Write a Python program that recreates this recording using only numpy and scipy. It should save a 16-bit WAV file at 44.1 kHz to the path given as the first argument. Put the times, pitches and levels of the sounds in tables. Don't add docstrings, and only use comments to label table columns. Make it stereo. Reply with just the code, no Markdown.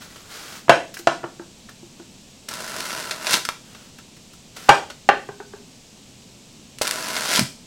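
import sys
import numpy as np
from scipy import signal
from scipy.fft import rfft, irfft
from scipy.io import wavfile

SR = 44100
rng = np.random.default_rng(int(sys.argv[2]) if len(sys.argv) > 2 else 0)


def transcribe(signal):
    frames = np.atleast_2d(signal).T
    limited = np.clip(frames, -1, 1)
    pcm = np.round(limited * 32767).astype(np.int16)
    wavfile.write(sys.argv[1], SR, pcm)


N = 337806


def from_db(db):
    return 10 ** (np.asarray(db) / 20)


def rms_one(x):
    return x / np.sqrt(np.mean(x ** 2) + 1e-20)


def at_hz(points, hz):
    known_hz, values = np.transpose(points)
    return np.interp(np.log(hz + 1e-6), np.log(known_hz), values)


def add(track, s, sound):
    start = round(s * SR)
    track[start:start + len(sound)] += sound[:N - start]


def cut(x, hz, kind, order=2):
    safe_hz = np.clip(hz, 10, .45 * SR)
    sections = signal.butter(order, safe_hz, kind, fs=SR, output="sos")
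    return signal.sosfilt(sections, x + 1e-18)


def colour(x, spectrum, size=4096):
    gains = from_db(at_hz(spectrum, np.fft.rfftfreq(size, 1 / SR)))
    cepstrum = irfft(np.log(gains))
    cepstrum[1:size // 2] *= 2
    cepstrum[size // 2 + 1:] = 0
    response = irfft(np.exp(rfft(cepstrum)))
    return signal.fftconvolve(x, response / np.linalg.norm(response))[:len(x)]


def dying(t60):
    return np.exp(-np.log(1000) * np.arange(SR // 2) / SR / max(t60, 1e-4))


def burst(t60):
    return dying(t60) * rng.standard_normal(SR // 2)


def ring(modes, pitch=1):
    t = np.arange(SR // 2) / SR
    return sum(from_db(db) * dying(t60) * np.sin(2 * np.pi * hz * pitch * t) for hz, db, t60 in modes)


def grains(per_s, spread_db, clump_db, clumps_per_s):
    sizes = from_db(spread_db * np.minimum(rng.exponential(1, N), 4))
    clicks = sizes * rng.choice([-1, 1], N) * (rng.random(N) < per_s / SR)
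    clumps = rms_one(cut(rng.standard_normal(N), clumps_per_s, "low"))
    return rms_one(clicks * from_db(clump_db * np.clip(clumps, -2, 2)))


# (edge bites [s], breaks through [s], crackle at the bite [dB],
# crackle late in the stroke [dB], surge at the break [dB])
STROKES = [(2.482, 3.339, -38.5, -29.5, 12), (6.811, 7.379, -34.5, -31.5, 11)]
# (time [s], half-length [s], level change [dB])
EASE_OFF = (3.18, 0.11, -14)


def blade_effort(bite_s=0.0046, surge_s=0.13, release_db_per_s=348):
    t, effort = np.arange(N) / SR, 0
    for start_s, break_s, first_db, late_db, surge_db in STROKES:
        press = np.interp(t, [start_s, break_s], [first_db, late_db])
        surge = surge_db * np.exp(np.minimum(t - break_s, 0) / surge_s)
        release = release_db_per_s * np.maximum(t - break_s, 0)
        bite = np.clip((t - start_s) / bite_s, 0, 1)
        effort = effort + bite * from_db(press + surge - release)
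    ease_s, half_s, ease_db = EASE_OFF
    return effort * from_db(ease_db * np.exp(-((t - ease_s) / half_s) ** 2))


# (frequency [Hz], relative level per Hz [dB])
FOAM_COLOUR = [(65, -54), (110, -16), (201, -4.5), (381, -5), (666, -8), (739, -9), (1010, -4), (1210, -5),
               (1400, 2), (1920, -1), (2040, -0.5), (3210, -3), (4760, -2), (10500, -13.5), (15500, -23.5)]
# (frequency [Hz], width [Hz], gain [dB])
FOAM_MODES = [(644, 66, 6), (998, 21, 2.5), (1350, 70, -6), (2750, 41, -2), (3140, 40, -21),
              (5070, 91, -16)]


def foam_body(x):
    coloured = colour(x, FOAM_COLOUR)
    body = coloured
    for hz, width, db in FOAM_MODES:
        b, a = signal.iirpeak(hz, hz / width, fs=SR)
        body = body + from_db(db) * signal.lfilter(b, a, coloured)
    return body


def slicing(low_db=-8, mid_db=-1.5, treble_db=-7, rip_db=0.0, grit_db=-4, low_growth=0.71):
    fine = grains(per_s=8400, spread_db=0.0, clump_db=3.0, clumps_per_s=230)
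    grit = grains(per_s=100, spread_db=2.0, clump_db=0.5, clumps_per_s=28)
    cells = foam_body(fine + from_db(grit_db) * grit)
    effort = blade_effort()
    push = effort / effort.max()
    low_effort = effort.max() * push ** low_growth
    low = from_db(low_db) * low_effort * rms_one(cut(cells, 1300, "low", order=4))
    mid = from_db(mid_db) * rms_one(cut(cells, [950, 7000], "band", order=4))
    treble = from_db(treble_db) * rms_one(cut(cells, 8100, "high", order=4))
    tears = grains(per_s=2600, spread_db=4.5, clump_db=3, clumps_per_s=83)
    rip = from_db(rip_db) * push * rms_one(cut(tears, [3000, 5800], "band"))
    return low + effort * (mid + treble + rip)


# (time [s], relative level [dB], relative treble lift [dB], crumble t60 [s])
SNAPS = [(2.488, -23, 11.5, 0.029), (2.538, -20, 1, 0.048), (2.806, -11, -5, .02), (2.855, -18, 3, 0.017),
         (2.906, -11, -15, 0.017), (3.11, -8, -8, 0.077), (3.269, -4, -19, 0.066),
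         (3.309, -22.5, 19, 0.013), (3.334, -7.5, -1.5, .045), (3.354, -9, -10, .015),
         (3.452, -12.5, 1, 0.038), (3.489, -8.5, -7, 0.034), (6.786, -22.5, 2, 0.031),
         (6.817, -9, 5.5, 0.052), (6.832, -15, 2, .015), (6.852, -9.5, -13, 0.028), (6.871, -7.5, -2, .02),
         (6.877, -11, 4, 0.023), (6.911, -9, 8, 0.0098), (7.166, -8.5, -7, 0.07), (7.338, -13.5, 9.5, 0.02),
         (7.36, -9, 8, 0.02), (7.394, 5, -2, 0.011)]


def snapping(crack_db=3, crumble_db=-12, thin_hz=700, treble_db=6):
    out = np.zeros(N)
    for s, db, bright_db, crumble_t60 in SNAPS:
        crack = from_db(crumble_db) * burst(crumble_t60)
        crack[0] += from_db(crack_db)
        dull = cut(crack, 7500, "low", order=1)
        bright = from_db(bright_db + treble_db) * (crack - dull)
        add(out, s, from_db(db) * (dull + bright))
    return cut(foam_body(out), thin_hz, "high", order=1)


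# (time [s], level [dB], starting frequency
# [Hz])
THUMPS = [(3.333, -31, 197), (7.389, -13, 226), (7.411, -14, 204), (7.424, -19, 132)]


def pops(rise_s=0.003, sag_per_s=2.2):
    out, t = np.zeros(N), np.arange(SR // 2) / SR
    swell = t / rise_s * np.exp(1 - t / rise_s)
    for s, db, hz in THUMPS:
        phase = 2 * np.pi * np.cumsum(hz * np.exp(-sag_per_s * t)) / SR
        add(out, s, from_db(db) * swell * np.sin(phase))
    return out


# (time [s], level [dB], centre frequency [Hz])
BLADE_KNOCKS = [(0.969, -29.5, 1720), (1.689, -36, 1550), (3.115, -31, 1520), (3.489, -18.5, 1250),
                (4.337, -43, 1350), (6.814, -13.5, 716)]


def blade_knocks(knock_t60=.028):
    out = np.zeros(N)
    for s, db, hz in BLADE_KNOCKS:
        band = rms_one(cut(rng.standard_normal(SR), [0.82 * hz, 1.16 * hz], "band"))
        hollow = band[-(SR // 2):]
        add(out, s, from_db(db) * dying(knock_t60) * hollow)
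    return out


# (time [s], strength [dB], contact cut-off [Hz], relative thud level [dB])
LANDINGS = [
    [(.682, -20, 2520, 7), (.6945, 4, 6450, -8.5), (.7016, -19.5, 6000, -23), (.994, -38, 900, -8),
     (1.072, -4, 6500, -11), (1.232, -32, 2000, -3), (1.240, -20, 1910, -3), (1.396, -29, 1400, -8),
     (1.829, -43.5, 800, -20), (1.998, -39, 1920, -13)],
    [(4.687, -15.5, 3000, -9), (4.691, 5, 7060, -8.5), (4.6985, -12, 3000, -9), (5.0895, -1, 3430, -18.5),
     (5.289, -26, 1700, 3), (5.402, -27.5, 1600, -16), (5.536, -33, 1930, -9), (5.600, -73, 1900, -14)],
]
PIPE_HZ = [342.6, 407]
# (multiple of the pipe pitch [ratio], relative level [dB])
PIPE_OVERTONES = [(2.001, -2), (2.9, -10), (3.7, -16), (4.7, -23)]
# (frequency [Hz], relative level per Hz [dB])
SLAP_COLOUR = [(100, -49.5), (290, -10.5), (400, -0.5), (520, 0), (900, 4), (1150, -1), (1450, 4),
               (1750, -0.5), (2100, -8), (2850, -5.5), (3500, -15.5), (5500, -16), (9000, -21.5),
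               (15000, -33)]


def falling_lengths(slap_db=-2, slap_t60=0.046, strike_db=14, hum_db=-14.0, hum_t60=0.13,
                    overtone_db=4.0, overtone_t60=.045, thud_db=-11):
    hum_growth, overtone_growth = 0.47, 1.3
    slaps, pipes = np.zeros((2, N))
    overtones = [(multiple, db, overtone_t60) for multiple, db in PIPE_OVERTONES]
    thud = cut(ring([(142, 0.0082, 0.079)]), 110, "high", order=4)
    for pitch_hz, landings in zip(PIPE_HZ, LANDINGS):
        for s, db, contact_hz, low_db in landings:
            contact = burst(slap_t60)
            contact[0] += from_db(strike_db)
            slap = from_db(slap_db) * cut(colour(contact, SLAP_COLOUR), contact_hz, "low")
            add(slaps, s, from_db(db) * (slap + from_db(thud_db + low_db) * thud))
            hum = ring([(pitch_hz, hum_db + hum_growth * db, hum_t60)])
            upper = from_db(overtone_db + overtone_growth * db) * ring(overtones, pitch_hz)
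            pipe = cut(hum + upper, .8 * pitch_hz, "high")
            add(pipes, s, cut(pipe, contact_hz, "low"))
    return slaps, pipes


# (time [s], length [s], relative level [dB])
SLIDES = [(0, 0.013, -35.5), (0.087, .2, -48), (.29, .28, -38), (3.634, 0.23, -50.5), (4.545, 0.21, -40.5)]
# (frequency [Hz], relative level per Hz [dB])
RUB_COLOUR = [(180, -28.5), (300, -5.5), (637, -5), (975, -7), (1400, -1), (2000, -6.5), (5350, -7),
              (15000, -20.5)]


def handling(rub_db=-2, attack_s=.025, release_s=0.041):
    t, pressure = np.arange(N) / SR, 0
    for s, length, db in SLIDES:
        swell = np.clip((t - s) / attack_s, 0, 1)
        fade = np.exp(-np.maximum(t - s - length, 0) / release_s)
        pressure = pressure + from_db(db) * swell * fade
    skin = grains(per_s=9800, spread_db=1.5, clump_db=1.0, clumps_per_s=78)
    return from_db(rub_db) * pressure * colour(skin, RUB_COLOUR)


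# (time [s], level [dB], treble lift [dB])
SCUFFS = [(.158, -37.5, -3), (0.94, -37.5, 11.5), (0.97, -37, 6.5), (.989, -42.5, 14.5), (1.691, -40, -0.5),
          (3.747, -36, -18), (3.984, -38.5, -2.5), (4.166, -47, 1), (4.333, -49, 9.5), (4.565, -31.5, -1.5),
          (4.9, -29, -17)]


def scuffs(scuff_t60=0.083, rise_s=0.00099):
    out = np.zeros(N)
    onset = 1 - np.exp(-np.arange(SR // 2) / SR / rise_s)
    for s, db, lift_db in SCUFFS:
        rasp = onset * burst(scuff_t60)
        dull = cut(rasp, 6000, "low", order=1)
        add(out, s, from_db(db) * (dull + from_db(lift_db) * (rasp - dull)))
    return colour(out, RUB_COLOUR)


# (frequency [Hz], t60 [s])
GARAGE_T60 = [(100, 0.18), (400, 0.4), (1000, 0.23), (3000, 0.33), (7000, 0.41), (15000, 0.29)]


def garage_tail():
    edges = np.geomspace(60, 17000, 11)
    tail = 0
    for low, high in zip(edges, edges[1:]):
        t60 = at_hz(GARAGE_T60, np.sqrt(low * high))
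        tail = tail + cut(burst(t60), [low, high], "band")
    return tail / np.linalg.norm(tail)


def garage(x, wet_db, delay_s=.004, width_db=-22):
    delay = round(abs(delay_s) * SR)
    mid, side = [signal.fftconvolve(x, np.pad(garage_tail(), (delay, 0)))[:N] for _ in range(2)]
    return x + from_db(wet_db) * (mid + from_db(width_db) * side * np.array([[1], [-1]]))


# (frequency [Hz], relative level per Hz [dB])
BACKGROUND_COLOUR = [(25, -7.5), (55, -7), (80, -5.5), (120, -2), (240, 1), (310, -7.5), (900, -16.5),
                     (1400, -22.5), (2000, -21), (2600, -15.5), (3700, -15.5), (7900, -16.5), (9300, -26),
                     (15500, -36.5)]


def background(level_db=-47, side_db=-17):
    mid, side = [from_db(level_db) * colour(rng.standard_normal(N), BACKGROUND_COLOUR) for _ in range(2)]
    return mid + from_db(side_db) * side * np.array([[1], [-1]])


def scene():
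    at_work = slicing() + snapping() + cut(pops(), 78, "high") + blade_knocks() + handling() + scuffs()
    on_bench = garage(at_work, wet_db=-9, width_db=-48)
    slaps, pipes = falling_lengths()
    on_floor = garage(slaps, wet_db=-6.5, delay_s=.008, width_db=-41.0)
    on_floor = on_floor + garage(pipes, wet_db=-10.5, delay_s=0.0081, width_db=-34.5)
    return on_bench + on_floor + background()


def record(dry):
    clipped = np.clip(dry, -.97, .97)
    top_cut = signal.cheby2(16, 60, 16700, fs=SR, output="sos")
    return signal.sosfilt(top_cut, clipped)


dry = scene()
out = record(dry)
transcribe(out)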